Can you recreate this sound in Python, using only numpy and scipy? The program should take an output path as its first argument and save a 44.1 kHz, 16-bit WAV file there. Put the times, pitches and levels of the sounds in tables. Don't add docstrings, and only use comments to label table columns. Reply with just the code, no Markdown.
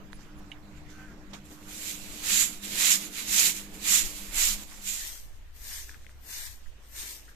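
import sys
import numpy as np
from scipy import signal
from scipy.fft import rfft, irfft, next_fast_len
from scipy.io import wavfile
from scipy.ndimage import uniform_filter1d, map_coordinates

SR = 44100
rng = np.random.default_rng(int(sys.argv[2]) if len(sys.argv) > 2 else 0)


def pcm_store(signal):
    levels = np.round(np.clip(np.atleast_2d(signal), -1, 1) * 32767)
    wavfile.write(sys.argv[1], SR, levels.astype(np.int16).T)


def undo_db(level):
    steps = np.asarray(level, float) / 20
    return 10 ** steps


N = 324165
T = np.arange(N) / SR
HIT_T = np.arange(next_fast_len(SR // 2)) / SR

# peak time in seconds, hiss level in dB, rise in seconds, fall in seconds, squareness.
MAT_SWEEPS = [
    (1.9, -27, 0.29, 0.1, 1.45),
    (2.39, -24.5, 0.17, 0.11, 2.36),
    (2.912, -22, 0.19, 0.082, 1.82),
    (3.43, -21.5, 0.16, 0.11, 2.5),
    (3.945, -21, 0.11, .11, 1.8),
    (4.44, -25, 0.11, 0.13, 2.74),
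    (4.895, -30.5, 0.074, 0.28, 1.7),
]
MAT_BRUSHES = [(1.458, -39, 0.019, .04, 1.6), (1.52, -37, 0.094, 0.091, 1.6), (1.609, -45.5, .15, .08, 2),
               (1.692, -35, 0.029, .08, 2), (1.74, -33.5, 0.059, 0.056, 2), (2.02, -42.5, 0.11, 0.11, 2.6),
               (2.17, -43.5, 0.27, 0.081, 2.1), (2.245, -48, 0.02, .09, 2.7), (2.53, -43, 0.17, 0.14, 0.84),
               (2.646, -41.5, 0.037, 0.53, 1.6), (3.04, -39, 0.28, 0.061, 1.8),
               (3.189, -36.5, 0.097, 0.17, 1.2), (3.29, -36.5, 0.018, 0.12, 2.2),
               (3.57, -38.5, .11, .11, 1.34), (3.745, -50, 0.025, .1, 1.4), (3.79, -58, 0.43, .15, 1.6),
               (4.06, -37.5, 0.043, 0.12, 1.1), (4.17, -44, .48, 0.28, 2.1), (4.625, -45, 0.24, 0.039, 2.4),
               (4.74, -48.5, 0.15, 0.16, 1.9), (4.82, -51, 0.021, .06, 1.7), (5.07, -46, .19, 0.22, 1.6)]
# time in seconds, gain in dB.
MAT_FADE = [(1.45, -19.5), (2.25, 0.5), (4.7, 0), (5.3, -8)]
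# time in seconds, extra drag in dB.
DIRT_DRAG = [(1.55, -1.5), (1.9, 1), (2.15, 2), (2.3, 3), (2.45, 1.5), (2.65, 1.5), (2.83, 6.5), (2.93, 3),
             (3.05, 0), (3.2, 3.5), (3.32, -1.5), (3.45, 0.5), (3.7, -0.5), (3.95, 1), (4.2, 0), (4.4, 2.5),
             (4.5, -0.5), (4.9, -4)]
# time in seconds, added level in dB.
TIP_SKIM = [(1.7, 1), (1.9, 0), (2.3, -2.5), (2.5, 5), (2.7, -2), (2.9, -2), (3.05, 5.5), (3.3, -4.5),
            (3.6, 2.5), (3.95, -3), (4.2, 4.5), (4.45, 0.5), (4.9, -6)]
# time in seconds, level against the hiss in dB.
CAVITY_RING = [(1.7, -19), (1.9, -12.5), (2.2, -17), (2.39, -4), (2.7, -11), (2.91, -9), (3.19, -10),
               (3.43, -10), (3.7, -19), (3.95, -7), (4.2, -11.5), (4.44, -6), (4.7, -22.5), (4.9, -5.5),
               (5.1, -19)]
# frequency in Hz, left in dB, right in dB.
MAT_PORTS = [(500, -39.5, -50), (1250, -16.5, -31), (2170, -11, -8.5), (4080, -9, -6.5), (4500, -6, -11),
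             (6270, -7, -2), (7540, -5.5, 1.5), (7870, -6, -1.5), (8450, -3, -11.5), (9700, -9, -7.5),
             (10500, -25, -10), (12270, -4.5, -10), (13900, -7, -9.5), (14200, -2.5, -5.5)]
# frequency in Hz, left in dB, right in dB.
DRAG_PORTS = [(399, -20.5, -22), (890, -13, -19.5), (1500, -10.5, -10), (2300, -6, -0.5), (3270, -8.5, -3),
              (3840, -9, -1), (6970, -36, -10.5)]
# frequency in Hz, left in dB, right in dB.
CAVITY_PORTS = [(5420, -46.5, -46), (6530, -24.5, -7.5), (6930, -11, 0), (7400, -15, 1),
                (7580, -20.5, -4.5), (8100, -32, -19), (9100, -50, -40)]
# frequency in Hz, left in dB, right in dB.
TIP_PORTS = [(6470, -37.5, -39), (8726, -3, -0.5), (10500, -3.5, 4.5), (13000, -3, 4), (14200, -4, -1)]

# peak time in seconds, hiss level in dB, rise in seconds, fall in seconds, squareness.
EARTH_PASSES = [
    (5.0, -41.5, .15, 0.25, 1.73),
    (5.73, -44, 0.15, 0.17, 2.3),
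    (6.385, -43, 0.15, 0.18, 2.4),
    (7.03, -43.5, .12, 0.19, 2.55),
]
# peak time in seconds, hiss level in dB, rise in seconds, fall in seconds.
EARTH_TRAILS = [(5.19, -55, .1, 0.045), (5.27, -73, .06, .1), (5.36, -69, 0.12, 0.086),
                (5.57, -61, 0.039, 0.072), (5.9, -56, 0.083, 0.11), (6.03, -67.5, .3, 0.14),
                (6.11, -66, 0.041, 0.043), (6.67, -67.5, 0.46, 0.093), (6.85, -66, 0.054, 0.13),
                (7.02, -49, 0.063, 0.055), (7.28, -63, 0.16, 0.11)]
# frequency in Hz, left in dB, right in dB.
EARTH_PORTS = [(800, -23, -32), (2500, -10.5, -12), (3550, -8, -6), (4520, -9.5, -6.5), (6130, -3.5, -4.5),
               (6470, -9, -1), (7160, -9, -2.5), (8660, 0, -20), (9430, -8, -15), (9900, -10, -12),
               (10900, -12, -16), (12600, -4, -9), (14400, -14, -12)]
# frequency in Hz, left in dB, right in dB.
SCRAPE_PORTS = [(417, -28, -44), (970, -13.5, -9.5), (1340, -13.5, -23), (1700, -2.5, -3), (2040, -4, -8),
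                (2980, -17, -8), (5000, -19.5, -29)]
# frequency in Hz, left in dB, right in dB.
WHISK_PORTS = [(8000, -44, -38), (11000, -15, -9), (12450, 1.5, -11), (13800, -1.5, -2)]
# time in seconds, level in dB, centre in Hz.
FURROW = [
    (4.86, -62, 2130),
    (4.95, -57, 2090),
    (5.02, -51, 1800),
    (5.08, -54, 1963),
    (5.16, -71, 1900),
]

# peak time in seconds, level in dB, rise in seconds, fall in seconds.
RUSTLES = [(.122, -62.5, .008, 0.14), (.212, -60.5, 0.083, .14), (.388, -66, 0.045, 0.25),
           (.52, -65, .06, .025), (.776, -61.5, .1, 0.067), (.908, -56, .04, 0.1), (1.0, -63.5, 0.31, 0.48),
           (1.312, -61, .03, .03), (1.336, -50, 0.0069, 0.082), (1.47, -70, 0.052, 0.012)]
# frequency in Hz, left in dB, right in dB.
SHAWL_PORTS = [(805, -25, -28), (2000, -5, 7.5), (4000, -2, 2), (7300, -8, 5.5), (8500, -1, -6),
               (10000, -15, -6), (12000, -6, -9), (14000, -12, -6)]
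# start in seconds, peak in dB, frequency in Hz, t60 in seconds, left-right in dB.
TICKS = [
    (.1308, -33, 1650, .0023, -16),
    (.1309, -45, 3900, .002, -16),
    (1.629, -45, 2360, .0025, -7),
]
# start in seconds, peak in
# dB, frequency in Hz, t60 in seconds, left-right in dB.
PEBBLES = [(5.884, -47, 1500, .015, 8), (5.893, -41, 1700, 0.022, 11), (5.913, -46, 1500, .015, 7),
           (5.933, -46, 1650, .015, 9), (5.944, -39, 1700, .014, 9), (5.956, -52, 1500, .015, 9),
           (6.011, -53, 1700, .012, 5), (6.045, -49, 1548, .015, 11), (6.0657, -34.5, 2090, 0.0063, 10),
           (6.093, -50, 1600, .012, 6), (0.132, -38, 520, 0.0076, -21)]
# start in seconds, peak in dB.
RATTLE = [
    (0.5168, -34),
    (0.5198, -35),
    (.5240, -41),
    (.5300, -48),
    (.5350, -48),
]
# frequency in Hz, level in dB, t60 in seconds.
PART_MODES = [(2250, -5.5, 0.013), (2890, 0.5, 0.014), (3750, -9, 0.015), (6300, -19, .01)]
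# start in seconds, peak in dB, frequency in Hz, length in seconds, left-right in dB.
SCUFFS = [
    (0.865, -54, 1820, 0.014, -4.0),
    (4.712, -49, 1600, .015, 0),
    (5.919, -52, 1550, 0.043, 9),
    (6.658, -51, 1700, 0.017, 7),
    (6.845, -58, 1400, .02, 5),
    (7.279, -49, 1550, 0.022, 6),
    (7.312, -55, 1500, .022, 6),
]
# start in seconds, peak in dB, frequency in Hz, length in seconds, breadth in log Hz.
HEELS = [
    (1.331, -40.5, 600, .026, .75),
    (5.8, -59, 330, .15, .3),
    (6.95, -55, 340, .24, .3),
]
# start in seconds, peak in dB, frequency in Hz, length in seconds, breadth in log Hz.
RUBS = [
    (0.22, -62, 7200, 0.026, .05),
    (1.332, -41.5, 2700, 0.022, 0.46),
    (1.3325, -49.5, 6300, .03, .26),
]

# time in seconds, level in dB.
FAN_LEVEL = [(0, -52.5), (1.36, -50), (1.67, -51), (2.7, -45.5), (4.15, -46.5), (4.8, -56), (5.3, -75)]
# frequency in Hz, level in dB per Hz.
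FAN_AIR = [(60, -56), (100, -18), (145, -6), (190, 4), (260, -3.5), (350, -3.5), (450, -9.5), (700, -16),
           (1500, -66)]
# peak time in seconds, level in dB.
ROTOR_SWELLS = [(.07, -48), (.38, -50), (.7, -50), (1.01, -53.5), (1.328, -46), (1.65, -52), (1.98, -51.5),
                (2.35, -47), (2.66, -44.5), (2.98, -48), (3.31, -47), (3.62, -48.5), (3.94, -48.5),
                (4.23, -48), (4.53, -47.5), (4.87, -53.5)]
# time in seconds, level in dB.
PUMP_LEVEL = [(0, -61), (.6, -54.5), (1.5, -57.5), (2.2, -62), (2.6, -82)]
# frequency in Hz, level in dB per Hz.
PUMP_BAND = [(40, -17.5), (70, 1.5), (95, -5), (120, -10.5), (148, 2), (175, -18), (260, -49)]

# time in seconds, level in dB.
WIND_LEVEL = [(0, -52), (1.8, -55.5), (2.37, -50), (2.8, -58), (3.66, -53), (4.45, -48), (4.75, -54.5),
              (5.1, -48), (6.5, -57.5), (7.35, -58)]
# time in seconds, added level in dB, left-right in dB.
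PUFFS = [
    (2.15, -1, 10),
    (2.75, 3, -1),
    (3.3, 3.5, 3),
    (4.05, -0.5, 21.5),
    (6.48, 5, 15),
    (6.67, 4, -18),
    (7.0, 4, 11),
]
# frequency in Hz, level in dB per Hz.
WIND_RUMBLE = [(10, 5.5), (18, 4.5), (45, -3.5), (65, -8.5), (100, -15.5), (160, -30.5), (300, -58.5)]
# time in seconds, level in dB.
WASH_LEVEL = [(0, -57.5), (2, -57), (4.5, -55.5), (5.3, -65.5), (7.35, -64)]
# time in seconds, share of the yard.
DISSOLVE = [(4.75, 0.0035), (5.3, 0.98)]
# frequency in Hz, left in dB, right in dB.
ROOM_PORTS = [(298, -9, -3), (593, -2.5, -0.5), (1299, -4, 0), (2010, -8.5, -2.5), (3230, -14.5, -8.5),
              (5000, -21, -15), (6800, -23, -16), (7780, -20, -16), (8700, -24, -29), (10500, -24.5, -23),
              (12500, -30, -24.5), (14000, -16.5, -19.5)]
# frequency in Hz, left in dB, right in dB.
YARD_PORTS = [(117.3, 4.5, 12.5), (305, 4, 8), (800, 4, 1.5), (1800, 1, 1.5), (3000, -1.5, 2),
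              (5000, -7, -3.5), (6700, -9, -4), (8400, -8, -16.5), (9500, -10, -23.5), (10600, -17, -16.5),
              (12000, -15, -16), (13970, -6.5, -9)]
# time in seconds, level in dB, frequency in Hz.
SWAY = [
    (4.25, -63, 14.5),
    (4.36, -36, 19),
    (4.55, -37, 23),
    (4.66, -62, 13),
]

# start in seconds, level in dB, from Hz, to Hz, length in seconds.
CHIRPS = [
    (.125, -69, 10200, 9900, .015),
    (0.13, -64, 10100, 9700, 0.045),
    (0.365, -72, 10200, 9700, .035),
    (.385, -69, 13400, 13200, .015),
    (0.488, -72, 10500, 9500, .04),
]
# time in seconds, level in dB, loudest partial in Hz.
CROW_CALL = [
    (.92, -68, 1487),
    (.95, -64, 1557),
    (1.02, -58, 1546),
    (1.06, -60, 1546),
    (1.09, -61, 1406),
    (1.15, -70, 1340),
]
# time in seconds, level in dB, firing rate in Hz.
TRACTOR = [
    (4.8, -73, 69),
    (5.3, -62, 68.9),
    (5.9, -51, 64.2),
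    (6.2, -55.5, 66),
    (6.6, -55, 54.7),
    (7.3, -58, 52),
]

# frequency in Hz, left-right likeness.
PORT_LIKENESS = [(30, 0.52), (70, 0.76), (130, 0.94), (300, 1), (650, 0.56), (1400, 0.16), (3000, 0.011),
                 (15000, 0)]
# frequency in Hz, sigmas of chance in the room, in the yard.
LOSS_RARITY = [(600, 9, 9), (1000, 3, 2.6), (2000, 2.6, 2.3), (2700, 2.3, 2.1), (3500, 2.2, 2.0),
               (4500, 2.4, 2.2), (7800, 2.5, 2.5), (8600, 1.05, 1.7), (11200, 1.15, 1.3), (12500, 1.4, 2.1),
               (14000, 2.3, 2.5)]
# start in seconds, end in seconds, low edge in Hz, high edge in Hz.
LOST_BANDS = [(5.13, 5.17, 3500, 3800), (5.59, 5.64, 2980, 3200), (5.76, 5.8, 2670, 2850),
              (5.83, 5.9, 3030, 3220), (6.25, 6.29, 3820, 3980), (6.27, 6.38, 3100, 3420),
              (6.41, 6.45, 2500, 2830), (6.48, 6.52, 2750, 2970), (6.56, 6.6, 2500, 2660),
              (6.67, 6.71, 3950, 4120), (7.1, 7.15, 1400, 1560), (7.17, 7.24, 3180, 3330)]


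def unit(x):
    return x / np.sqrt(np.mean(x ** 2) + 1e-20)


def in_db(gain):
    return 20 * np.log10(gain + 1e-9)


def over_time(points):
    return np.interp(T, *np.transpose(points))


def along(points, hz):
    f, *cols = np.transpose(points)
    return np.array([np.interp(np.log(hz + 1), np.log(f + 1), c) for c in cols])


def curves(rows, fade=.03):
    s, *cols = np.vstack(rows).T
    out = [np.interp(T, s, c) for c in cols]
    outside = np.clip(np.maximum(s[0] - T, T - s[-1]) / fade, 0, 1)
    out[0] = out[0] - 60 * outside
    return out


def phase(hz):
    return 2 * np.pi * np.cumsum(hz) / SR


def wobble(rate):
    coarse = T[::16]
    knots = rng.standard_normal(int(N * rate / SR) + 4)
    return np.interp(T, coarse, map_coordinates(knots, [coarse * rate]))


def filtered(x, response):
    m = next_fast_len(N + 8192)
    return irfft(rfft(x, m) * response(np.fft.rfftfreq(m, 1 / SR)), m)[..., :N]


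def panned(db):
    return undo_db(np.array([db / 2, -db / 2])).reshape(2, -1)


def placed(events):
    out = np.zeros((2, N + SR))
    for start, sound in events:
        out[:, round(start * SR):][:, :sound.shape[1]] += sound
    return out[:, :N]


def strokes(rows, square, early=1, late=1):
    t = T[::32]
    power = 0
    for s, db, rise, fall, *own in rows:
        u = np.where(t < s, (s - t) / (rise * early), (t - s) / (fall * late))
        power = power + undo_db(db - 20 * u ** (own[0] if own else square)) ** 2
    return np.interp(T, t, in_db(np.sqrt(power)))


def rush(ports, patchy_db, grain_db=0, clump_db=0):
    slips = rng.standard_normal((2, N))
    if clump_db:
        grain = np.minimum(rng.exponential(size=(2, N)), 4)
        slips = slips * undo_db(grain_db * grain + clump_db * wobble(350))
    z = signal.stft(slips, nperseg=256)[2]
    field = uniform_filter1d(rng.standard_normal(z.shape[1:]), size=5, axis=0)
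    field = uniform_filter1d(field, size=16, axis=1)
    m = next_fast_len(N, True)
    a, b = rfft(signal.istft(z * undo_db(patchy_db * unit(field)), nperseg=256)[1], m)
    hz = np.fft.rfftfreq(m, 1 / SR)
    turn = np.arccos(np.clip(along(PORT_LIKENESS, hz)[0], -1, 1)) / 2
    mid, side = a * np.cos(turn), b * np.sin(turn)
    pair = np.array([mid + side, mid - side])
    return unit(irfft(pair * undo_db(along(ports, hz)), m)[:, :N])


def broom(levels_db, layers, side_db, gain_db, grain_db, clump_db):
    hiss_db, *over_db = levels_db
    sound = rush(layers[0], patchy_db=1.38, grain_db=grain_db, clump_db=clump_db)
    for db, ports in zip(over_db, layers[1:]):
        sound = sound + undo_db(db - 1.5) * rush(ports, patchy_db=1.24, grain_db=grain_db, clump_db=clump_db)
    judder_db = .6 * wobble(36)
    return undo_db(hiss_db + gain_db + judder_db) * panned(side_db) * sound


def mat_broom():
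    full_db, bend_lag_s, bend_slope = -22, 0.023, 0.48
    hiss_db = strokes(MAT_SWEEPS + MAT_BRUSHES, square=1.58)
    lagging_db = np.interp(T - bend_lag_s, T, hiss_db)
    bend = np.minimum(undo_db(bend_slope * (lagging_db - full_db)), 1.2)
    drag_db = -2 - 10.5 * bend + over_time(DIRT_DRAG)
    tip_db = -6.5 - 9 * bend + over_time(TIP_SKIM)
    lean_db = -0.64 - 2.5 * bend - 1.0
    levels_db = [hiss_db + over_time(MAT_FADE), drag_db, over_time(CAVITY_RING), tip_db]
    layers = [MAT_PORTS, DRAG_PORTS, CAVITY_PORTS, TIP_PORTS]
    return broom(levels_db, layers, lean_db, gain_db=3.5, grain_db=2.5, clump_db=0.82)


def earth_broom():
    square, scrape_lead_s = 1.6, 0.0076
    hiss_db = np.maximum(strokes(EARTH_PASSES + EARTH_TRAILS, square), -88)
    lead_db = np.clip(np.interp(T + scrape_lead_s, T, hiss_db) - hiss_db, -6, 4)
    scrape = undo_db(-9 - 4 * (T < 5.4) + lead_db)
    shuffle = undo_db(-73.5 - hiss_db)
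    scrape_db = in_db(np.hypot(scrape, shuffle))
    swing_db = strokes(EARTH_PASSES, square, early=1.4, late=1.1)
    whisk_db = np.clip(-2 + swing_db - hiss_db, -12, 8)
    side_db = 2 + 0.19 * whisk_db - 0.5
    layers = [EARTH_PORTS, SCRAPE_PORTS, WHISK_PORTS]
    return broom([hiss_db, scrape_db, whisk_db], layers, side_db, gain_db=5.0, grain_db=-0.5, clump_db=1.0)


def stalk():
    width_hz = 300
    level_db, hz = curves(FURROW, fade=.08)
    turns = phase(hz)
    pair = [wobble(width_hz) * np.sin(turns) + wobble(width_hz) * np.cos(turns) for _ in range(2)]
    return undo_db(level_db) * panned(-1.5) * np.array(pair)


def cloth():
    level_db = strokes(RUSTLES, 1) + 3.5
    return undo_db(level_db) * panned(-.6) * rush(SHAWL_PORTS, patchy_db=2.5, grain_db=1.2, clump_db=1.2)


def ticks():
    events = []
    for s, db, hz, t60, side_db in TICKS:
        shape = undo_db(db + 14.5 - 60 * HIT_T / t60) * np.clip(HIT_T * hz / 1.4, 0, 1)
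        events.append((s, -shape * panned(side_db) * np.sin(2 * np.pi * hz * HIT_T)))
    return placed(events)


def pebbles():
    events = []
    for s, db, hz, t60, side_db in PEBBLES:
        ring = np.sin(2 * np.pi * hz * HIT_T) + 0.36 * np.sin(2 * np.pi * 1.45 * hz * HIT_T)
        ring = ring + 0.2 * rng.standard_normal(len(HIT_T))
        ring = ring * (1 + .7 * unit(uniform_filter1d(rng.standard_normal(len(HIT_T)), size=50)))
        shape = undo_db(db - 60 * HIT_T / t60) * np.clip(HIT_T / 0.001, 0, 1)
        events.append((s, shape * panned(side_db) * ring))
    return placed(events)


def rattle():
    events = []
    for s, db in RATTLE:
        ring = 0
        for hz, level, t60 in PART_MODES:
            mode_db = level + rng.normal(0, 2.3) - 60 * HIT_T / t60
            ring = ring + undo_db(mode_db) * np.sin(2 * np.pi * hz * HIT_T)
        events.append((s, undo_db(db) * panned(-11.0) * ring * np.clip(HIT_T / 0.00064, 0, 1)))
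    return placed(events)


def feet():
    rows = [(*row[:4], 0.23, row[4]) for row in SCUFFS]
    rows += [(*row, 0) for row in HEELS] + [(*row, -11.5) for row in RUBS]
    f = np.fft.rfftfreq(len(HIT_T), 1 / SR)
    events = []
    for s, db, hz, length, breadth, side_db in rows:
        band = 1 / (1 + (np.log((f + 1) / hz) / breadth) ** 4)
        grit = irfft(rfft(rng.standard_normal((2, len(HIT_T)))) * band, len(HIT_T))
        shape = np.clip(HIT_T / (0.083 * length), 0, 1) / (1 + (HIT_T / length) ** 6)
        events.append((s, undo_db(db - 7.5) * panned(side_db) * shape * unit(grit)))
    return placed(events)


def rotor():
    slow = np.arange(0, N / SR, .005)
    level = 0
    for s, db in ROTOR_SWELLS:
        width_s = 0.063 * np.where(slow > s, 1.65, 1)
        level = level + undo_db(db - ((slow - s) / width_s) ** 2 * 20 / np.log(10))
    return np.interp(T, slow, level)


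def fan():
    air_db, = curves(FAN_LEVEL, fade=0.25)
    blades = undo_db(air_db - 6.0 + 1.2 * wobble(15.0)) * rush(FAN_AIR, patchy_db=2.0)
    throb = rotor() * np.sin(2 * np.pi * 200.6 * T + 1.0 * wobble(3.98))
    fading = np.clip((5.3 - T) / 1.23, 0, 1)
    steady_level = undo_db(-59 + 4.5 + 2.4 * wobble(15)) * fading
    steady = steady_level * np.sin(2 * np.pi * 300.8 * T + 1.17 * wobble(7))
    engine = undo_db(curves(PUMP_LEVEL)[0]) * rush(PUMP_BAND, patchy_db=1.1)
    return blades + throb + steady + engine


def air():
    puff_s = 0.079
    wind_db, = curves(WIND_LEVEL)
    gust_db, side_db = sum(np.outer(db, np.exp(-((T - s) / puff_s) ** 2)) for s, *db in PUFFS)
    yard = np.clip(over_time(DISSOLVE), 0, 1)
    room_wash = np.sqrt(1 - yard) * rush(ROOM_PORTS, patchy_db=2.5) * undo_db(1.5)
    yard_wash = np.sqrt(yard) * rush(YARD_PORTS, patchy_db=2.0) * undo_db(5.0)
    lumps = undo_db(0.78 * np.array([wobble(24), wobble(20)])) * panned(side_db)
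    wind = undo_db(wind_db + gust_db + 5.0) * lumps * rush(WIND_RUMBLE, patchy_db=0.2)
    return undo_db(curves(WASH_LEVEL)[0]) * (room_wash + yard_wash) + wind


def sway():
    level_db, hz = curves(SWAY, fade=.1)
    return undo_db(level_db) * panned(6.3) * np.sin(phase(hz))


def bird():
    out = np.zeros(N)
    for s, db, from_hz, to_hz, length in CHIRPS:
        u = np.linspace(0, 1, round(length * SR))
        glide = phase(from_hz + (to_hz - from_hz) * u ** 2)
        out[round(s * SR):][:len(u)] += undo_db(db) * np.sin(np.pi * u) * np.sin(glide)
    return out * undo_db(4.3 * wobble(600)) * panned(-15.0)


def throat(f):
    upper = 1j * f * 330 / (1500 ** 2 - f * f + 1j * f * 330)
    lower = 1j * f * 500 / (780 ** 2 - f * f + 1j * f * 500)
    return upper ** 2 + undo_db(-13.5) * lower


def crow():
    level_db, hz = curves(CROW_CALL, fade=.04)
    turns = np.cumsum(hz / 6 * (1 + .006 * wobble(90))) / SR
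    pulses = np.diff(np.floor(turns), prepend=0) * undo_db(2.2 * rng.standard_normal(N))
    breath = .045 * rng.standard_normal((2, N))
    return undo_db(level_db + 5) * unit(filtered(pulses + breath, throat))


def tractor():
    level_db, hz = curves(TRACTOR, fade=.3)
    turns = phase(hz) + 0.56 * wobble(6)
    return undo_db(level_db + 3 + 2.2 * wobble(7)) * (np.sin(turns) + undo_db(-11) * np.sin(1.5 * turns))


def scene():
    yard = np.clip((T - 4.95) / 0.13, 0, 1)
    brooms = mat_broom() * np.sqrt(1 - yard) + earth_broom() * np.sqrt(yard) + stalk()
    contacts = ticks() + pebbles() + rattle() + feet()
    return brooms + cloth() + contacts + fan() + air() + sway() + bird() + crow() + tractor()


def top_cut(x):
    return signal.sosfilt(signal.butter(12, 14450, fs=SR, output="sos"), x)


def record(dry):
    top_hz = 14300
    hz, s, z = signal.stft(dry, SR, nperseg=2048)
    luck = rng.standard_normal((3, len(hz) // 5 + 1, z.shape[2]))
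    luck = unit(uniform_filter1d(luck[:2] + 5 * luck[2], size=2, axis=2))
    luck = np.repeat(luck, 5, axis=1)[:, :len(hz)]
    hiss = np.sum(np.abs(z[:, hz > 5000]) ** 2, axis=(0, 1)) > undo_db(-54) ** 2
    busy = np.outer(np.abs(hz - 3200) < 750, hiss)
    room_rarity, yard_rarity = along(LOSS_RARITY, hz)[:, :, None]
    rarity = np.where(s < 5, room_rarity, yard_rarity)
    dropped = luck > rarity - .8 * busy * (s > 5.1) + .6 * hiss * (s < 5)
    dropped = dropped | np.roll(dropped, 1, axis=2)
    for start, end, low_hz, high_hz in LOST_BANDS:
        frames = slice(round(start * SR / 1024), round(end * SR / 1024) + 1)
        dropped[:, (hz > low_hz) & (hz < high_hz), frames] = True
    quiet = np.sum(np.abs(z) ** 2, axis=(0, 1)) < undo_db(np.where(s < 5.3, -30, -25)) ** 2
    edge = np.clip((top_hz + 100 - hz) / 200, 0, 1)[:, None] ** 2
    mix = signal.istft(z * ~(dropped & quiet) * edge, SR, nperseg=2048)[1][:, :N]
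    return top_cut(mix)


dry = scene()
out = record(dry)
pcm_store(out)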